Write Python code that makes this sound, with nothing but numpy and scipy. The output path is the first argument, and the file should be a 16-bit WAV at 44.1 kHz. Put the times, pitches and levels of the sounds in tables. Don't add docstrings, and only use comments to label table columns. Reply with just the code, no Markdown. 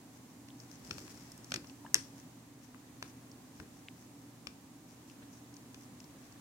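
import sys
import numpy as np
from scipy import signal
from scipy.fft import rfft, irfft, next_fast_len
from scipy.io import wavfile
from scipy.ndimage import uniform_filter1d

SR = 44100
rng = np.random.default_rng(int(sys.argv[2]) if len(sys.argv) > 2 else 0)


def pcm_store(signal):
    levels = np.round(np.clip(np.atleast_2d(signal), -1, 1) * 32767)
    wavfile.write(sys.argv[1], SR, levels.astype(np.int16).T)


N = 282504
TIME = np.arange(N) / SR

# frequency in Hz and
# width in Hz before each contact's pitch and width factors, left-right balance in dB.
CLICK_MODES = [(520, 480, 0), (1240, 520, 4), (1780, 430, 9), (2620, 480, 4), (3450, 600, -1),
               (4650, 650, 7), (5750, 650, 12.5), (6800, 800, 3), (8700, 1400, -13), (12800, 3500, -11)]
# frequency in Hz, left-right balance in dB.
RASP_PAN = [(900, 0.5), (1800, 5.5), (3800, -0.5), (5600, 12.5), (7200, 0), (9000, -8.5), (14000, -7)]

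DRAG_AT_S, DRAG_RISE_S, DRAG_FALL_S = 0.94, 0.084, 0.28


def from_db(db):
    return 10 ** (np.asarray(db) / 20)


def rms_one(x):
    return x / np.sqrt(np.mean(x ** 2) + 1e-20)


def at_hz(points, hz):
    f, value = np.transpose(points)
    return np.interp(np.log(np.maximum(hz, 1)), np.log(f), value)


def panned(db):
    gains = from_db(np.array([[.5], [-.5]]) * db)
    return gains / np.sqrt(np.mean(gains ** 2, axis=0))


def coloured(x, spectrum, pan=None):
    size = next_fast_len(N)
    hz = np.arange(size // 2 + 1) * SR / size
    gain = from_db(at_hz(spectrum, hz)) * hz / np.hypot(hz, 20)
    if pan is not None:
        gain = gain * panned(at_hz(pan, hz))
    return rms_one(irfft(rfft(x, size) * gain, size)[..., :N])


def drift(knots_per_s):
    knots = rng.standard_normal(2000)
    return rms_one(np.interp(TIME * knots_per_s, np.arange(len(knots)), knots))


def swell(s, rise_s, fall_s):
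    return np.exp(-.5 * ((TIME - s) / np.where(TIME < s, rise_s, fall_s)) ** 2)


def bandpass(x, low_hz, high_hz):
    return signal.sosfilt(signal.butter(2, [low_hz, high_hz], "band", fs=SR, output="sos"), x)


def resonate(x, hz, width_hz):
    edge = np.hypot(hz, width_hz / 2)
    return bandpass(x, edge - width_hz / 2, edge + width_hz / 2)


def diffuse_noise():
    # frequency in Hz, likeness from 0 to 1.
    likeness = [(30, 0.8), (100, 0.87), (300, 0.98), (600, 0.47), (1200, 0.23), (3000, 0)]
    size = next_fast_len(N)
    mid, side = rfft(rng.standard_normal((2, size)))
    alike = at_hz(likeness, np.arange(len(mid)) * SR / size)
    stereo = np.sqrt(1 + alike) * mid + np.sqrt(1 - alike) * side * [[1], [-1]]
    return irfft(stereo, size)[:, :N]


def clicks():
    crumble_per_s, build_share = 100, 0.19
    scatter = 0.71
    grain_db, grain_s = 3, 0.000302
    out, size = np.zeros((2, N)), 1400
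    age = np.arange(size) / SR
    window = .008 * SR
    for s, length_s, levels_db, pitch, damping in contacts():
        start = round(s * SR)
        grains = np.interp(age / grain_s, np.arange(size), rng.standard_normal(size))
        uneven = rms_one(from_db(grain_db * grains))
        envelope = np.minimum(age / (build_share * length_s), 1) * np.exp(-2 * age / length_s)
        for k, ((hz, width_hz, pan_db), db) in enumerate(zip(CLICK_MODES, levels_db)):
            shared = np.sqrt(1 - scatter ** 2) * rng.standard_normal(size)
            noise = shared + scatter * rng.standard_normal((2, size))
            slips = crumble_per_s * length_s * uneven * noise * envelope
            slips[:, 0] += 1
            ring = rms_one(resonate(slips, pitch * hz, damping * width_hz))
            sign = (-1) ** k
            gain = sign * panned(pan_db) * from_db(db) * np.sqrt(window / size)
            out[:, start:start + size] += gain * ring
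    return out


def contacts():
    # start in seconds, length in seconds, level in dB before the response
    # of the resonances, strongest at Hz, dB lost one octave away, pitch factor, mouth shape in Hz,
    # its boost or cut in dB, extra dB of the low jaw knock.
    smack_rows = [(0.9087, 0.0051, -44.5, 2350, 2.5, 0.97, 5200, 7, 2),
                  (0.9822, 0.0029, -57.5, 3300, 0, 0.95, 5000, 5, 0),
                  (1.079, .0025, -61, 1700, 3, 0.94, 1100, 0, 0),
                  (1.5192, 0.0032, -42.5, 2900, 2, 0.95, 1810, 3, 6),
                  (1.54, 0.0046, -39.5, 4200, 2, 1.0, 6500, 3, 7.5),
                  (1.5597, 0.003, -47.5, 3680, 2.5, 0.95, 5400, 5, 2),
                  (1.644, 0.0034, -62, 1300, 2, .95, 1300, -1, 2),
                  (1.9525, 0.0038, -45, 3200, 1.2, 1.0, 3450, 4, 2.5),
                  (2.745, 0.0029, -60.5, 1500, 12, 1.01, 1700, 2, 0),
                  (3.0257, 0.0028, -49.3, 2500, 0.5, 0.99, 1250, 2.5, -1),
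                  (3.599, 0.0044, -59.5, 1500, 1, 0.93, 1630, 8.5, 5),
                  (4.47, 0.0029, -46.5, 2900, 3, 0.98, 1800, -12, 6.5)]
    # start in seconds, level in dB before the response
    # of the resonances, strongest at Hz, dB lost one octave away.
    tick_rows = [(0.4852, -63, 4200, 5), (0.6007, -55, 5490, 60), (0.7135, -58, 5500, 50),
                 (.755, -63, 6300, 30.5), (1.318, -53, 9300, 10), (1.3774, -54.5, 10800, 12),
                 (1.444, -53.5, 8500, 10), (1.5065, -60, 5500, 12), (1.6697, -61, 5430, 20),
                 (1.697, -60, 3440, 12), (2.199, -65, 6200, 12), (3.315, -60.5, 5600, 30),
                 (5.098, -66, 5400, 6), (5.5404, -60.5, 6800, 25), (5.5663, -58, 6100, 25),
                 (5.744, -58.5, 4600, 3.5), (6.002, -57.5, 5730, 25), (6.0417, -63.5, 5600, 25),
                 (6.3233, -64.5, 6800, 12)]
    tick_s, tick_pitch = 0.0035, 0.98
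    snap_db = [-63, -46.5, -32, -38, -42, -37, -20.5, -47, -26, -38.5]
    snap_at_s, snap_s, snap_pitch, snap_damping = 1.9438, 0.0011, 1.007, 1.2

    jaw = np.arange(len(CLICK_MODES)) == 0
    events = []
    for s, length_s, db, hz, focus_db, pitch, mouth_hz, mouth_db, jaw_db in smack_rows:
        levels_db = mode_levels(db, hz, focus_db, pitch)
        levels_db = levels_db + mouth_shape(mouth_hz, mouth_db, pitch) + jaw_db * jaw
        events.append((s, length_s, levels_db, pitch, 1))
    for s, db, hz, focus_db in tick_rows:
        events.append((s, tick_s, mode_levels(db, hz, focus_db, tick_pitch), tick_pitch, 1))
    events.append((snap_at_s, snap_s, snap_db, snap_pitch, snap_damping))
    return events


def mode_levels(db, centre_hz, focus_db, pitch):
    response_db = [0.5, 1.5, -1.5, 1.5, -2.5, -1, 1, -4.5, -2.5, -9.5]
    octaves = np.log2(pitch * np.array(CLICK_MODES)[:, 0] / centre_hz)
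    return db + np.array(response_db) - focus_db * octaves ** 2


def mouth_shape(hz, db, pitch, reach_octaves=0.14):
    octaves = np.log2(pitch * np.array(CLICK_MODES)[:, 0] / hz)
    return db * np.exp(-.5 * (octaves / reach_octaves) ** 2)


def afterring(x, hz=5500, width_hz=450, level_db=-11, delay_s=0.000782):
    lag = round(delay_s * SR)
    return from_db(level_db) * np.pad(resonate(x, hz, width_hz), ((0, 0), (lag, 0)))[:, :N]


def rasp():
    # strongest contact in seconds, level there in dB.
    lick_rows = [(.16, -65.5), (.32, -69), (.62, -63), (.73, -58.5), (1.51, -60), (1.70, -66), (2.19, -62),
                 (2.65, -66), (3.08, -61), (3.59, -62), (3.78, -66), (4.02, -65.5), (4.21, -69),
                 (4.92, -65.5), (5.11, -67), (5.36, -62.5), (5.83, -62), (6.25, -67.5)]
    # frequency in Hz, relative density in dB per Hz.
    lick_colour = [(300, -14), (900, -9), (1700, -5), (2600, -11), (3900, -16), (4800, -8), (5600, 0),
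                   (6400, -2), (7400, -9), (9500, -14), (15000, -18)]
    # frequency in Hz,
    # relative density in dB per Hz.
    drag_colour = [(300, -14), (900, -8), (1700, -8.5), (2600, -10.5), (3900, -12), (4900, -3), (5500, 0.5),
                   (6200, -4.5), (6900, -4), (8000, -8.5), (9500, -13), (15000, -17)]
    lick_rise_s, lick_fall_s = 0.029, 0.024
    drag_db, unsteady_db, unsteady_per_s = -55.5, 1.1, 70

    lick_power = sum((from_db(db) * swell(s, lick_rise_s, lick_fall_s)) ** 2 for s, db in lick_rows)
    licks = np.sqrt(lick_power) * coloured(barbs(per_s=600, spread_db=3.7, rub=.15), lick_colour, RASP_PAN)
    drag_level = from_db(drag_db + unsteady_db * drift(unsteady_per_s))
    drag_level = drag_level * swell(DRAG_AT_S, DRAG_RISE_S, DRAG_FALL_S)
    drag = drag_level * coloured(barbs(per_s=700, spread_db=3.3, rub=0.16), drag_colour, RASP_PAN)
    return licks + drag


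def barbs(per_s, spread_db, rub):
    sizes = from_db(spread_db * np.minimum(rng.exponential(1, N), 4)) * rng.choice([-1, 1], (2, N))
    return sizes * (rng.random(N) < per_s / SR) + rub * rng.standard_normal((2, N))


def pops(pan_db=4, glide_per_s=10, linger=1.25, rough_db=0.5, wobble_rad=.3):
    # peak in seconds, frequency at the peak in Hz, rise in seconds,
    # nominal peak in dB.
    pop_rows = [(1.851, 930, .0022, -42), (1.8505, 720, .0014, -52), (1.865, 1080, .0008, -46),
                (1.8654, 1700, .0015, -48), (1.8642, 2950, .0009, -57)]
    out = 0
    for s, hz, rise_s, db in pop_rows:
        age = TIME - s
        flutter = wobble_rad * rms_one(uniform_filter1d(rng.standard_normal(N), size=40))
        phase = 2 * np.pi * hz * age * (1 + glide_per_s * age / 2) + flutter
        level = from_db(db + rough_db * drift(300)) * swell(s, rise_s, linger * rise_s)
        out = out + level * np.cos(phase)
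    return panned(pan_db) * out


def clacks(pan_db=4, rise_s=0.0018, fall_s=0.0028, slips=0.015):
    # time in seconds, frequency in Hz, width in Hz, peak in dB before panning.
    clack_rows = [(.5038, 3350, 900, -46.5), (1.5198, 2750, 1100, -26.5), (3.8851, 2500, 1300, -33),
                  (5.099, 2650, 700, -51), (5.1105, 2700, 1000, -51), (6.004, 2700, 900, -50)]
    out = 0
    for s, hz, width_hz, db in clack_rows:
        push = slips * swell(s, rise_s, fall_s) * rng.standard_normal(N) + 1e-18
        push[round(s * SR)] += 1
        ring = resonate(push, hz, width_hz)
        out = out + from_db(db) * ring / np.abs(ring).max()
    return panned(pan_db) * out


def trailing_hiss():
    # start in seconds, initial level in dB, decay constant in seconds.
    trail_rows = [(1.544, -57, .015), (1.563, -54, .025), (1.954, -48.5, 0.045), (3.034, -57, .028)]
    # frequency in Hz, relative density in dB per Hz.
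    trail_colour = [(400, -6), (900, -4), (1300, -3.5), (2500, -4.5), (3500, 0), (4600, 1), (5600, -3),
                    (7000, -7), (9000, -6), (15000, -17)]
    level = 0
    for s, db, dying_s in trail_rows:
        level = level + from_db(db) * (TIME > s) * np.exp(-np.abs(TIME - s) / dying_s)
    return level * coloured(barbs(per_s=700, spread_db=3.5, rub=.08), trail_colour, RASP_PAN)


def off_centre(x, left_lag_s=.00016):
    return np.array([np.interp(TIME - left_lag_s, TIME, x[0]), x[1]])


def room(x):
    # frequency in Hz, t60 in seconds.
    t60_s = [(200, 0.38), (1500, 0.24), (3500, 0.23), (5500, 0.39), (9000, 0.16), (14000, 0.15)]
    # frequency in Hz, gain in dB.
    tail_colour = [(300, -10), (1000, 5.5), (1700, 3), (2700, 2), (3500, 0), (4600, 3), (5400, 2.5),
                   (6100, -5.5), (7200, 3), (8900, -4.5), (11000, 6), (14000, 2.5)]
    # frequency in Hz, left-right balance in dB.
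    tail_pan = [(800, -16), (1600, 5), (4000, -0.5), (5600, 11), (7200, -6), (9000, -15), (14000, -9)]
    tail_db, first_s = -15, .008
    echo_db, smear_s, echo_cut_hz = -23, .002, 4500

    age, edges_hz = TIME[:SR // 2], np.geomspace(100, 17000, 9)
    tail = 0
    for low, high in zip(edges_hz, edges_hz[1:]):
        band = bandpass(rng.standard_normal((2, len(age))), low, high)
        tail = tail + band * np.exp(-np.log(1000) * age / at_hz(t60_s, np.sqrt(low * high)))
    build_up = np.minimum(age / first_s, 1) ** 2
    tail = coloured(tail * build_up, tail_colour, tail_pan)[:, :len(age)]
    tail = from_db(tail_db) * rms_one(tail) / np.sqrt(len(age))

    cluster = rng.standard_normal((2, len(age)))
    cluster = cluster * (age > first_s) * np.exp(-np.abs(age - first_s) / smear_s)
    cluster = from_db(echo_db) * rms_one(cluster) / np.sqrt(len(age))
    cluster = signal.sosfilt(signal.butter(1, echo_cut_hz, fs=SR, output="sos"), cluster)
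    return signal.fftconvolve(x.mean(axis=0, keepdims=True), tail + cluster, axes=1)[:, :N]


def bumps(rise_s=0.00065, dying_s=0.031, drag_rumble_db=-56.5):
    # start in seconds, level in dB before the onset and decay.
    bump_rows = [(.905, -49.5), (1.52, -47), (1.541, -51), (1.558, -50), (1.846, -55), (1.952, -46),
                 (3.025, -53), (3.6, -47.5), (4.47, -55)]
    # frequency in Hz, relative density in dB per Hz.
    bump_colour = [(30, -25), (70, -2), (160, -1.5), (400, -4), (650, -21.5), (1500, -41)]
    level = from_db(drag_rumble_db) * swell(DRAG_AT_S, DRAG_RISE_S, DRAG_FALL_S / 2)
    for s, db in bump_rows:
        age = np.maximum(TIME - s, 0)
        level = level + from_db(db) * (1 - np.exp(-age / rise_s)) * np.exp(-age / dying_s)
    return level * coloured(diffuse_noise(), bump_colour)


def rustle():
    # time in seconds, level in dB.
    rustle_level = [(0, -70), (.45, -83), (.7, -68.5), (1.3, -64.5), (1.7, -78), (2.5, -72), (2.8, -70),
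                    (4.9, -76.5), (6.4, -66)]
    # frequency in Hz, relative density in dB per Hz.
    rustle_colour = [(300, 8), (900, -4.5), (1800, 2.5), (3000, -5.5), (4200, -3.5), (6000, -29),
                     (9000, -17), (15000, -22.5)]
    scrape_at_s, scrape_rise_s, scrape_fall_s, scrape_db = 5.229, .006, .009, -58.5
    level = from_db(np.interp(TIME, *np.transpose(rustle_level)))
    level = level + from_db(scrape_db) * swell(scrape_at_s, scrape_rise_s, scrape_fall_s)
    return level * coloured(diffuse_noise(), rustle_colour, RASP_PAN)


def fan():
    # frequency in Hz, relative density in dB per Hz.
    air_colour = [(25, -37), (55, -15), (85, -7), (140, -3), (190, -4.5), (240, 0.5), (288, 4.5),
                  (320, -5.5), (380, -10), (500, -13.5), (1050, -15), (1400, -21.5), (1750, -21),
                  (3400, -25), (5200, -24.5), (6800, -22), (11000, -28), (16000, -30.5)]
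    # frequency in Hz, left-right balance in dB.
    air_pan = [(100, 0.5), (330, -1.5), (1200, 0), (2100, 4.5), (4000, -1), (5900, -1.5), (7000, -7.5),
               (8600, -7.5), (12000, -1.5)]
    # frequency in Hz, rms in dB before the common swing.
    hum_rows = [(119.7, -64.5), (167, -70.5), (251.8, -66.5), (770, -79.5)]
    # time in seconds, level in dB.
    drone_level = [(0.0, -56.5), (2.19, -54), (2.55, -59.5), (3.01, -55.5), (4.89, -57.5), (5.05, -55.5),
                   (6.41, -55)]
    air_db = -55.0
    waver, wander_rad = 0.18, 0.54
    follows = 0.48

    air = from_db(air_db) * coloured(diffuse_noise(), air_colour, air_pan)
    lines = 0
    for hz, db in hum_rows:
        amplitude = 1 + waver * drift(8)
        phase = 2 * np.pi * hz * TIME + wander_rad * hz / hum_rows[0][0] * drift(6)
        lines = lines + from_db(db) * rms_one(amplitude * np.sin(phase))
    drone_db = np.interp(TIME, *np.transpose(drone_level))
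    return (air + lines) * from_db(follows * (drone_db - drone_db.mean()))


def scene():
    contact_clicks, saliva = clicks(), pops()
    cat = contact_clicks + afterring(contact_clicks) + rasp()
    close = off_centre(cat) + saliva + clacks() + trailing_hiss()
    return close + room(cat + saliva) + rustle() + bumps() + fan()


def record(dry, cutoff_hz=15900):
    low_pass = signal.ellip(10, .2, 70, cutoff_hz, fs=SR, output="sos")
    return signal.sosfilt(low_pass, np.clip(dry, -1, 1))


dry = scene()
out = record(dry)
pcm_store(out)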